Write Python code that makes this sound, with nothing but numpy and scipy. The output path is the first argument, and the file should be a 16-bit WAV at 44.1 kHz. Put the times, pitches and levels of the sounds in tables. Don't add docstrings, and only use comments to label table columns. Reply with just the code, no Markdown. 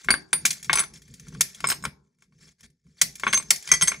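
import sys
import numpy as np
from scipy import signal
from scipy.fft import rfft, irfft
from scipy.io import wavfile

SR = 44100
rng = np.random.default_rng(int(sys.argv[2]) if len(sys.argv) > 2 else 0)


def store_pcm(level_fs):
    pcm = np.round(np.clip(level_fs, -1, 1) * 32767).astype(np.int16)
    wavfile.write(sys.argv[1], SR, np.atleast_2d(pcm).T)


N = 176400


def amp(db):
    return 10 ** (np.asarray(db) / 20)


def rms_one(x):
    return x / np.sqrt(np.mean(x ** 2) + 1e-20)


def in_time(rows):
    return np.interp(np.arange(N) / SR, *np.transpose(rows))


def at_hz(points, hz):
    points_hz, values = np.array(points).T
    return np.interp(np.log(hz + 1), np.log(points_hz), values)


def coloured(x, spectrum):
    gain = amp(at_hz(spectrum, np.fft.rfftfreq(len(x), 1 / SR)))
    return rms_one(irfft(rfft(x) * gain, len(x)))


def drift(steps_per_s):
    steps = rng.standard_normal(2000)
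    return np.interp(np.arange(N) / SR * steps_per_s, np.arange(len(steps)), steps)


RING_WAVERS_PER_S = 150


def struck(start_s, blow_db, modes, scatter_db, favoured_hz=None, focus_db_per_octave=0,
           damps_db=0, rise_s=1e-4, waver_db=0):
    t = np.arange(SR // 3) / SR
    ringing = np.zeros((len(modes), N + SR))
    hz, level_db, t60_s = np.transpose(modes)[:, :, None]
    chance = rng.standard_normal((len(start_s), len(modes), 1))
    order = np.sort(start_s)
    for k, at_s in enumerate(start_s):
        off_db = 0
        if favoured_hz is not None:
            off_db = -focus_db_per_octave * abs(np.log2(hz / favoured_hz[k]))
        later = np.searchsorted(order, at_s + t) - np.searchsorted(order, at_s + 1e-4)
        gain_db = blow_db[k] + level_db + off_db + scatter_db * chance[k]
        gain_db = gain_db - 60 * t / t60_s - damps_db * np.maximum(later, 0)
        i = int(at_s * SR)
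        ringing[:, i:i + len(t)] += amp(gain_db) * np.sin(2 * np.pi * hz * t) * np.minimum(t / rise_s, 1)
    out = np.zeros(N)
    for k, mode in enumerate(ringing):
        out += (-1) ** k * amp(waver_db * drift(RING_WAVERS_PER_S)) * mode[:N]
    return out


CRACK_RISE_S = .0006


def bursts(start_s, level_db, t60_s, spectrum, run_s=0, rise_s=CRACK_RISE_S):
    power, t = np.zeros(N), np.arange(SR // 4) / SR
    for at_s, db, decay_s in zip(start_s, level_db, t60_s + 0 * start_s):
        envelope = amp(db - 60 * np.maximum(t - run_s, 0) / decay_s) * np.minimum(t / rise_s, 1)
        i = int(at_s * SR)
        power[i:i + len(t)] += envelope[:N - i] ** 2
    return np.sqrt(power) * coloured(rng.standard_normal(N), spectrum)


# pitch_hz [Hz], level_db [dB, relative], t60_s [s]
SHEET_MODES = [(1800, -7, .04), (2350, -9, .04), (3350, -7, .04), (4500, -7, .035), (5400, -9, .03),
               (6100, -3, .035), (6750, -4, .03), (7600, -5, .03), (8750, -5, .03), (9900, -9, .03)]
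# pitch_hz [Hz], level_db [dB, relative], t60_s [s]
BENCH_MODES = [(213.3, -25, 0.11), (390.5, -25, 0.12), (660, -21, 0.057), (879, -19.5, 0.041),
               (1094.7, -4, 0.028), (1146, -9, 0.013), (1359, -7.5, 0.025), (1604, -0.5, 0.017),
               (1660, -19.5, 0.023), (2080, -12.5, 0.013), (2173, -3.5, 0.033), (2330, -6, 0.025),
               (2660, -7, 0.023), (3500, -12.5, 0.0067)]
GRAINS_PER_S_PER_MODE = 2500 / len(SHEET_MODES + BENCH_MODES)


def grains():
    out = 0
    for hz, _, t60_s in SHEET_MODES + BENCH_MODES[1:]:
        r, w = amp(-60 / (t60_s * SR)), 2 * np.pi * hz / SR
        hits = rng.random(N) < GRAINS_PER_S_PER_MODE / SR
        clicks = hits * rng.standard_normal(N)
        ring = signal.lfilter([np.sin(w)], [1, -2 * r * np.cos(w), r * r], clicks + 1e-18)
        out = out + np.sqrt(hz) * rms_one(ring)
    return rms_one(out)


# time_s [s], level_db [dB]
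HANDLING = [(0, -54), (.14, -57), (.27, -72), (.41, -56), (.56, -66), (.66, -52), (.91, -67), (1.05, -64),
            (1.4, -57), (1.58, -53), (1.73, -52), (1.78, -56), (1.94, -85), (2.9, -90), (3.04, -80),
            (3.16, -60), (3.22, -49), (3.4, -52), (3.6, -58), (3.73, -46), (3.85, -44), (4, -55)]
# start_s [s], length_s [s], level_db [dB]
SWELLS = [(0.519, 0.085, -50.5), (0.934, 0.053, -54), (2.19, 0.081, -73), (2.32, 0.07, -77.5),
          (2.38, 0.15, -60), (2.583, 0.035, -66), (2.629, 0.038, -52), (2.839, 0.14, -75),
          (2.969, 0.12, -54), (3.061, 0.054, -60), (3.518, 0.039, -69), (3.643, 0.072, -47.5)]
# [dB per Hz, relative]
RUSTLE_SPECTRUM = [(180, -26.5), (350, -10), (1000, -17.5), (1800, -4.5), (3200, -8.5), (5400, -2),
                   (7200, -4), (8500, -10.5), (11000, -10), (15600, -14.5), (16500, -37.5)]
GRAIN_SHARE, RUSTLE_FLICKER_DB, RUSTLE_FLICKERS_PER_S = .45, 3, 120


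def rustle():
    t = np.arange(N) / SR
    source = GRAIN_SHARE * grains() + (1 - GRAIN_SHARE) * rng.standard_normal(N)
    level = amp(in_time(HANDLING))
    for start_s, length_s, level_db in SWELLS:
        level = level + amp(level_db) * np.sin(np.pi * np.clip((t - start_s) / length_s, 0, 1)) ** .5
    flicker = amp(RUSTLE_FLICKER_DB * drift(RUSTLE_FLICKERS_PER_S))
    return level * flicker * coloured(source, RUSTLE_SPECTRUM)


# time_s [s], level_db [dB]
RUMBLE_LEVEL = [(0.0, -86), (0.07, -42), (0.13, -40.5), (0.3, -75), (0.34, -50.5), (0.49, -47),
                (0.6, -63.5), (0.69, -48), (0.71, -39.5), (0.89, -58), (0.93, -50.5), (1.05, -60.5),
                (1.12, -47), (1.17, -58), (1.38, -39), (1.54, -66.5), (1.65, -41), (1.77, -53.5),
                (1.88, -39), (1.9, -53), (2.13, -75.5), (2.48, -54.5), (2.57, -81.5), (2.64, -55.5),
                (2.83, -82), (2.87, -55.5), (3.0, -72.5), (3.03, -41), (3.19, -61.5), (3.29, -44.5),
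                (3.31, -51.5), (3.54, -49.5), (3.65, -74), (3.73, -40), (3.81, -51), (3.83, -37),
                (3.89, -53.5), (4.0, -52)]
# [dB per Hz, relative]
RUMBLE_SPECTRUM = [(12, -51.5), (22, -23), (36, -14), (60, -3), (108, -12), (147, 3), (248, -8.5),
                   (312, -23), (390, -17), (500, -22), (650, -55.5), (1100, -120)]


def rumble():
    return amp(in_time(RUMBLE_LEVEL)) * coloured(rng.standard_normal(N), RUMBLE_SPECTRUM)


# [dB per Hz, relative]
BUZZ_SPECTRUM = [(150, -29.5), (350, -7.5), (700, -12), (1100, -1.5), (2300, -4), (3500, -10), (6000, -31)]
KNOCK_DB, KNOCK_SCATTER_DB = -10.5, 4.5
BUZZ_DB, BUZZ_T60_S = -20, 0.1


def knocks(start_s, knock_db):
    ring = struck(start_s, knock_db + KNOCK_DB, BENCH_MODES, KNOCK_SCATTER_DB)
    return ring + bursts(start_s, knock_db + BUZZ_DB, BUZZ_T60_S, BUZZ_SPECTRUM)


# [dB, relative]
TICKS = [(0.045, -35.5, -32.5), (0.529, -56, -22.5), (0.628, -54.5, -29), (0.645, -59, -28),
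         (0.937, -98, -37.5), (0.973, -62, -43.5), (1.019, -75, -40.5), (1.079, -55, -46),
         (1.123, -66.5, -81), (1.139, -71, -34.5), (1.197, -54, -35.5), (1.268, -39.5, -49),
         (1.283, -50, -38), (1.325, -41, -59), (1.349, -31, -64.5), (1.547, -57, -32), (2.186, -65, -63.5),
         (2.222, -45.5, -50.5), (2.323, -51.5, -70), (2.41, -55.5, -56), (2.473, -56, -52),
         (2.607, -52, -43.5), (2.639, -48, -49.5), (2.701, -75, -58), (2.867, -58.5, -63.5),
         (3.155, -55, -28.5), (3.197, -36, -29), (3.425, -38, -34.5), (3.56, -62, -22), (3.625, -58, -32)]
# [dB per Hz, relative]
CRACK_SPECTRUM = [(300, -29.5), (600, -22.5), (1200, -22.5), (2000, -5.5), (3000, -7), (5000, -6),
                  (6200, 1.5), (7500, -2.5), (9000, -5), (12000, -2.5), (15000, -6), (16500, -29)]
CRACK_DB = -6.5
TICK_T60_S, TICK_RING_DB = .05, -10.5
SHEET_SCATTER_DB, RING_RISE_S, RING_WAVER_DB = 4.5, .001, 5


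def ticks():
    start_s, knock_db, crack_db = np.transpose(TICKS)
    crack_db = crack_db + CRACK_DB
    ring = struck(start_s, crack_db + TICK_RING_DB, SHEET_MODES, SHEET_SCATTER_DB,
                  rise_s=RING_RISE_S, waver_db=RING_WAVER_DB)
    return knocks(start_s, knock_db) + bursts(start_s, crack_db, TICK_T60_S, CRACK_SPECTRUM) + ring


# start_s [s], knock_db, crack_db, ring_db [dB, relative], favoured_hz [Hz]
TOUCHES = [(0.086, -5, -39, -28.5, 4580), (0.105, -5, -9.5, -3.5, 4560), (0.112, -12, -16.5, -15.5, 9250),
           (0.14, -12.5, -21, -55, 9250), (0.146, -19.5, -41, -28, 4550), (0.33, -7, -5.5, -7, 11500),
           (0.696, -1.5, -54, -35, 6130), (0.73, -6.5, -3.5, -34, 6160), (0.736, -20.5, -11, -14.5, 8700),
           (0.755, -13, -12.5, -11, 9300), (0.773, -8.5, -11.5, -27, 9890), (0.785, -12, -20, -12, 6030),
           (0.793, -18, -10.5, -8, 9890), (0.801, -19.5, -16, -11, 10400), (0.812, -24.5, -36, -25, 6160),
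           (0.823, -26.5, -31, -40, 9880), (0.836, -21.5, -23, -44, 6140), (0.859, -50, -39, -59, 9890),
           (1.604, -31.5, -25, -57, 5630), (1.642, -5, -48, -29.5, 5100), (1.671, -26, -25, -21.5, 7600),
           (1.687, -19.5, -19, -16, 8650), (1.701, -14.5, -10, -14, 9300), (1.717, -11.5, -16, -28, 8900),
           (1.724, -20, -15.5, -30, 8230), (1.825, -38, -42, -39, 7100), (1.839, -23.5, -51, -28.5, 8240),
           (1.852, -12, -14.5, -64, 7010), (3.235, -10.5, -50, -29, 3420), (3.267, -1.5, -51, -53, 4400),
           (3.276, -7.5, -45, -23, 6000), (3.328, -27, -10, -45, 5340), (3.333, -6.5, -9, -15, 6750),
           (3.343, -19, -7.5, -15.5, 6290), (3.374, -21, -12, -18, 8900), (3.399, -25, -43, -60, 8260),
           (3.675, -35, -21.5, -47, 5630), (3.69, -49, -21.5, -32, 2650), (3.716, -2.5, -16, -6.5, 6640),
           (3.72, -18, -10, -21.5, 2240), (3.737, -13, -18, -11.5, 6900), (3.811, -17.5, -17, -22, 6370),
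           (3.818, -28.5, -18, -14, 6750), (3.823, -10, -8.5, -6, 9400), (3.841, -39, -21, -27, 5050),
           (3.874, -42, -16, -13.5, 7000), (3.88, -12.5, -10.5, -10.5, 7400),
           (3.918, -13.5, -25, -37, 6340), (3.943, -27.5, -31.5, -50, 2450)]
# (pitch_hz [Hz], level_db [dB, relative], t60_s [s])
OFFCUTS = [(.44, [(4602, -11, .17), (9241, 0, .11), (12265, -12, .12)]), (.862, [(4590, -14, .06),
           (6163, -7, .15), (7838, -11, .1), (9230, -10, .04), (9893, -1, .06)]), (1.88, [(3972, -13, .06),
           (5150, -4, .15), (6428, -15, .15), (7015, -11, .1), (8240, -2, .12), (9410, -13, .07),
           (11910, -3, .1), (12980, -3, .1)]), (3.403, [(2713, -8, .07), (3420, -8, .07), (6293, -3, .16),
           (8257, -6, .18), (10220, 1, .05)]), (3.95, [(1120, -6, .1), (1990, 1, .12), (2450, -8, .06),
           (3238, -3, .07), (4586, -11, .12), (5394, -14, .1), (5518, -13, .07), (6275, -3, .09),
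           (6530, -11, .06), (7670, -14, .1), (8376, -7, .08), (10075, -9, .06), (10770, -10, .07),
           (12596, -8, .08), (13395, -5, .06)])]
# [dB per Hz, relative]
CLINK_SPECTRUM = [(300, -39), (700, -18), (1500, -5), (3000, -2), (5000, -3.5), (7000, -5.5), (10000, -4),
                  (15600, -17), (16500, -30)]
TOUCH_T60_S, AT_REST_T60_S = .028, .07
RING_SCATTER_DB, FOCUS_DB_PER_OCTAVE, TOUCH_DAMPS_DB = 2, 12.5, 4.5


def touches():
    start_s, knock_db, crack_db, ring_db, favoured_hz = np.transpose(TOUCHES)
    out = knocks(start_s, knock_db) + bursts(start_s, crack_db + CRACK_DB, TOUCH_T60_S, CLINK_SPECTRUM)
    since_s = 0
    for flat_s, modes in OFFCUTS:
        now = (start_s >= since_s) & (start_s < flat_s)
        rest = amp(-60 * np.maximum(np.arange(N) / SR - flat_s, 0) / AT_REST_T60_S)
        ring = struck(start_s[now], ring_db[now], modes, RING_SCATTER_DB, favoured_hz[now],
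                      FOCUS_DB_PER_OCTAVE, TOUCH_DAMPS_DB, RING_RISE_S, RING_WAVER_DB)
        out = out + rest * ring
        since_s = flat_s
    return out


# start_s [s], knock_db, crack_db [dB, relative], crack_t60_s [s], favoured_hz [Hz]
SNAPS = [(0.452, -13, -6.5, 0.077, 3420), (0.505, -62, -16.5, 0.063, 5630), (1.408, -17, -5.5, 0.035, 6500),
         (3.014, -16.5, -5.5, 0.053, 6500), (3.505, -9.5, -4, 0.046, 4010)]
SNAP_RUN_S, SNAP_RISE_S = 0.0045, 0.0018
GRIT_DB, GRIT_PER_S = 2.5, 300
SHEET_DB, SHEET_FOCUS_DB_PER_OCTAVE = -1, 4.5
SPLINTERS_DB, SPLINTERS_T60_S = -23, .3


def snaps():
    start_s, knock_db, crack_db, t60_s, favoured_hz = np.transpose(SNAPS)
    crack_db = crack_db + CRACK_DB
    crack = bursts(start_s, crack_db, t60_s, CRACK_SPECTRUM, SNAP_RUN_S, SNAP_RISE_S)
    crack = crack * amp(GRIT_DB * drift(GRIT_PER_S))
    sheet = struck(start_s, crack_db + SHEET_DB, SHEET_MODES, SHEET_SCATTER_DB, favoured_hz,
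                   SHEET_FOCUS_DB_PER_OCTAVE, rise_s=SNAP_RISE_S, waver_db=RING_WAVER_DB)
    splinters = bursts(start_s, crack_db + SPLINTERS_DB, SPLINTERS_T60_S, CRACK_SPECTRUM)
    splinters = splinters * amp(GRIT_DB * drift(GRIT_PER_S))
    return knocks(start_s, knock_db) + crack + sheet + splinters


# freq_hz [Hz], t60_s [s]
ROOM_T60 = [(200, 0.63), (1000, 0.15), (4000, 0.23), (14000, 0.15)]
ROOM_DB, ROOM_ALIKE, ROOM_RISE_S = -10.5, .3, .0011


def room(x):
    t, tail = np.arange(SR // 2) / SR, 0
    common, apart = rng.standard_normal((2, len(t)))
    white = np.sqrt(1 + ROOM_ALIKE) * common + np.sqrt(1 - ROOM_ALIKE) * apart * [[1], [-1]]
    for low_hz in 100 * 2. ** np.arange(8):
        edges_hz = [low_hz, min(2 * low_hz, .45 * SR)]
        band = signal.sosfilt(signal.butter(2, edges_hz, "band", fs=SR, output="sos"), white)
        decay = amp(-60 * t / at_hz(ROOM_T60, 1.6 * low_hz))
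        tail = tail + band * decay * np.minimum(t / ROOM_RISE_S, 1)
    tail = tail / np.sqrt(np.sum(tail ** 2) / 2)
    return signal.fftconvolve(x[None], tail, axes=1)[:, :N]


def scene():
    near = rustle() + ticks() + touches() + snaps()
    return near + amp(ROOM_DB) * room(near) + rumble()


# freq_hz [Hz], left_lead_rad [rad]
PORT_PHASE = [(100, 0), (500, 0), (1500, -.6), (2400, -1.1), (2800, -2.2), (3300, -.4), (4600, .1),
              (7300, -.1), (9500, -1.2), (12500, -2.8), (14000, -3.1)]
# freq_hz [Hz], left_minus_right_db [dB]
PORT_BALANCE = [(250, 0), (600, 4), (1400, 3.5), (2200, 2), (3000, 4), (4200, .5), (5200, 1.5), (7000, 0)]
CEILING, STOPBAND_HZ, STOPBAND_DB = .95, 16900, 70


def record(dry):
    hz, side = np.fft.rfftfreq(N, 1 / SR), np.array([[.5], [-.5]])
    ports = amp(side * at_hz(PORT_BALANCE, hz)) * np.exp(1j * side * at_hz(PORT_PHASE, hz))
    heard = irfft(rfft(dry) * ports, N)
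    rounded = CEILING * np.tanh(heard / CEILING)
    lowpass = signal.cheby2(12, STOPBAND_DB, STOPBAND_HZ, fs=SR, output="sos")
    return signal.sosfilt(lowpass, rounded)


dry = scene()
out = record(dry)
store_pcm(out)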